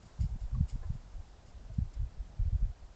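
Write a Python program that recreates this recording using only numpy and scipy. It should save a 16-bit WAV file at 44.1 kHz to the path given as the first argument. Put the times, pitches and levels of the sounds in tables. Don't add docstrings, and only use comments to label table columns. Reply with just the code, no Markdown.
import sys
import numpy as np
from scipy import signal
from scipy.io import wavfile
from scipy.ndimage import uniform_filter1d

SR = 44100
rng = np.random.default_rng(int(sys.argv[2]) if len(sys.argv) > 2 else 0)


def dump(signal):
    limited = np.clip(np.atleast_2d(signal).T, -1, 1)
    pcm = np.round(limited * 32767).astype(np.int16)
    wavfile.write(sys.argv[1], SR, pcm)


N = 130095
TIME = np.arange(N) / SR


def from_db(db):
    return 10 ** (np.asarray(db) / 20)


def unit_rms(x):
    return x / np.sqrt(np.mean(x ** 2) + 1e-20)


def butter(x, hz, kind, order=2):
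    return signal.sosfilt(signal.butter(order, hz, kind, fs=SR, output="sos"), x + 1e-18)


def resonance(x, hz, width_hz):
    radius = np.exp(-np.pi * width_hz / SR)
    feedback = [1, -2 * radius * np.cos(2 * np.pi * hz / SR), radius ** 2]
    return unit_rms(signal.lfilter([1, 0, -1], feedback, x))


def drift(rate_hz):
    pole = np.exp(-2 * np.pi * rate_hz / SR)
    wander = signal.lfilter([1], [1, -2 * pole, pole ** 2], rng.standard_normal(N + SR))
    return unit_rms(wander[SR:])


def coloured_noise(colour, flicker_db=0):
    edges_hz = 20 * 2 ** (np.arange(28) / 3)
    hz, db = np.transpose(colour)
    white, out = rng.standard_normal((2, N + SR)), 0
    for k, (low, high) in enumerate(zip(edges_hz, edges_hz[1:])):
        band_db = np.interp(np.log(low * high) / 2, np.log(hz), db)
        if flicker_db:
            band_db = band_db + flicker_db * drift(20)
        out = out + from_db(band_db) * butter(white[k % 2], [low, high], "band")[SR:]
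    return unit_rms(out)


def ramp(t, rise_s):
    return .5 + .5 * np.sin(np.pi * np.clip(t / rise_s, -.5, .5))


def burst(peak_s, attack_s, decay_s):
    rise = ramp(TIME - peak_s + attack_s / 2, attack_s)
    return rise * np.exp(-np.maximum(TIME - peak_s, 0) / decay_s)


def puffs():
    # start_s, length_s, level_db, upper_edge_hz
    gusts = [(.02, 0.063, -55.5, 210), (0.08, 0.022, -47, 55), (0.194, 0.07, -29, 145),
             (0.289, .075, -34.5, 114), (0.414, 0.042, -30.5, 66.7), (0.455, 0.04, -45, 70),
             (0.517, 0.0885, -31.5, 150), (0.615, 0.037, -29, 105), (0.727, 0.026, -28.5, 104),
             (0.774, 0.047, -36, 94), (0.845, 0.081, -36.5, 96.5), (.92, 0.05, -39, 123.3),
             (1.047, 0.017, -55, 90), (1.138, 0.064, -38.5, 85), (1.472, 0.047, -43.5, 68.6),
             (1.559, 0.056, -49, 83), (1.641, 0.021, -41, 68), (1.697, 0.021, -36, 105),
             (1.734, 0.16, -45.5, 118), (1.806, 0.023, -28, 126.6), (1.837, 0.021, -37, 89),
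             (1.961, 0.049, -35.5, 70.5), (1.995, 0.053, -32, 121.5), (2.056, 0.036, -39.5, 94),
             (2.171, 0.049, -35.5, 83), (2.389, 0.039, -25.5, 107.6), (2.453, 0.039, -28.5, 115),
             (2.491, 0.047, -48, 105), (2.524, 0.037, -26, 126), (2.575, 0.13, -40, 91.6),
             (2.616, 0.065, -25, 95), (2.68, 0.024, -35.5, 94), (2.708, 0.032, -49.5, 74.4),
             (2.808, 0.039, -42.5, 66.4)]
    attack_s, release_s, even_s = .022, .023, .031
    out = np.zeros(N + 2 * SR)
    t = np.arange(SR) / SR - .5
    for start_s, length_s, level_db, edge_hz in gusts:
        air = butter(rng.standard_normal(SR), edge_hz, "low", order=5)
        air = butter(air, .37 * edge_hz, "low", order=1)
        air = butter(air, .13 * edge_hz, "high")
        power = uniform_filter1d(np.abs(signal.hilbert(air)) ** 2 / 2, int(even_s * SR) + 1)
        even_air = air / np.sqrt(power + 1e-20)
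        gate = ramp(t, attack_s) * ramp(length_s - t, release_s)
        at = int((start_s + .5) * SR)
        out[at:at + SR] += from_db(level_db) * gate * even_air
    return out[SR:SR + N]


def thumps():
    # time_s, peak_db, centre_hz
    eddies = [(.211, -33.5, 101), (0.236, -41, 130), (.358, -35, 108), (.436, -30.5, 50),
              (0.608, -19, 91.8), (0.757, -35.5, 131), (.902, -25, 78.7), (.953, -38.5, 115),
              (1.703, -38, 69), (1.786, -20, 102.8), (2.627, -29, 75.3)]
    out = np.zeros(N)
    for time_s, peak_db, centre_hz in eddies:
        phase = 2 * np.pi * centre_hz * (TIME - time_s)
        out -= from_db(peak_db) * phase * np.exp((1 - phase ** 2) / 2)
    return out


def draught():
    # time_s, level_db
    strength = [(0, -54.5), (.15, -58.5), (.5, -51), (1.0, -52.5), (1.25, -53.5), (1.38, -55), (1.6, -47),
                (1.92, -52), (2.3, -51), (2.77, -55.5), (2.95, -54.5)]
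    # frequency_hz, relative_db
    colour = [(20, 4), (50, 4), (100, -8.5), (160, -13.5), (250, -21.5), (400, -41.5), (800, -54)]
    level_db = np.interp(TIME, *np.transpose(strength)) + drift(2.7)
    return from_db(level_db) * coloured_noise(colour)


def wind():
    port_low_hz, port_high_hz = 22.4, 267
    buffets = butter(puffs() + thumps(), port_high_hz, "low", order=4)
    return butter(buffets, port_low_hz, "high") + draught()


def knocks():
    # peak_s, level_db, decay_s, pitch_hz, overtone_db, scuff_db
    contacts = [(.553, -53, .007, 1110, -72, -58.5), (.833, -63.5, .02, 1030, -66, -58),
                (1.698, -60, .014, 650, -78, -78)]
    # frequency_hz, relative_db
    colour = [(200, -9.5), (350, 2), (600, 4.5), (1000, 3), (1400, -18), (1800, -16), (2200, -18),
              (5000, -51.5)]
    attack_s, jitter_hz, overtone_ratio = .009, 45, 1.65
    out, scuff = np.zeros(N), coloured_noise(colour)
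    for peak_s, level_db, decay_s, pitch_hz, overtone_db, scuff_db in contacts:
        phase = 2 * np.pi * np.cumsum(pitch_hz + jitter_hz * drift(300)) / SR
        overtone = from_db(overtone_db) * np.sin(overtone_ratio * phase)
        ring = np.sqrt(2) * (from_db(level_db) * np.sin(phase) + overtone)
        out += burst(peak_s, attack_s, decay_s) * (ring + from_db(scuff_db) * scuff)
    return out


def rustles():
    # peak_s, level_db, decay_s, relative_ring_db
    brushes = [(0.033, -64, 0.0082, -3), (0.064, -63.5, 0.047, -5), (.212, -59, 0.048, 2),
               (.412, -66, .04, 1), (.69, -55.5, .015, -5), (0.704, -58.5, 0.031, -3.5),
               (0.944, -66.5, .02, -2), (1.466, -67, .03, 0), (1.495, -71.5, .02, 4), (1.74, -68.5, .02, 5),
               (1.94, -64.5, 0.017, 4.5)]
    # pitch_hz, width_hz, relative_db
    modes = [(2175, 140, -11), (2860, 160, -12.5), (4780, 410, -8.5), (5340, 290, -10.5), (7050, 300, -6.5)]
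    # frequency_hz, relative_db
    colour = [(1000, -27.5), (1700, -15), (2500, -15), (3700, 1.5), (5500, -3), (7200, -7), (8500, 16)]
    attack_s, grain_db = .017, 3
    grain = from_db(grain_db * drift(rate_hz=540))
    rings = sum(from_db(db) * resonance(grain * rng.standard_normal(N), hz, width_hz)
                for hz, width_hz, db in modes)
    friction = unit_rms(grain * coloured_noise(colour))
    out = np.zeros(N)
    for peak_s, level_db, decay_s, ring_db in brushes:
        texture = unit_rms(friction + from_db(ring_db) * rings)
        out += from_db(level_db) * burst(peak_s, attack_s, decay_s) * texture
    return out


def swish():
    # time_s, level_db
    strength = [(0, -71), (.12, -67.5), (.35, -73.5), (.7, -72), (.92, -71.5), (1.2, -72.5), (2.95, -90)]
    # frequency_hz, relative_db
    colour = [(400, -11.5), (800, 4), (1300, -1.5), (2000, -12), (3500, -11.5), (5200, -10), (8000, -12.5)]
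    return from_db(np.interp(TIME, *np.transpose(strength))) * coloured_noise(colour)


def far_trees():
    # frequency_hz, relative_db
    colour = [(90, -4), (180, -2), (300, -0.5), (400, -1.5), (600, -0.5), (780, -1), (1050, -8),
              (1500, -8.5), (2000, -13.5), (3500, -15.5), (5200, -15.5), (7200, -18.5), (8500, -13.5)]
    return from_db(-64) * coloured_noise(colour, flicker_db=1.05)


def scene():
    return (wind() + far_trees() + swish() + rustles() + knocks())[None]


def record(dry):
    return butter(dry, hz=7600, kind="low", order=19)


dry = scene()
out = record(dry)
dump(out)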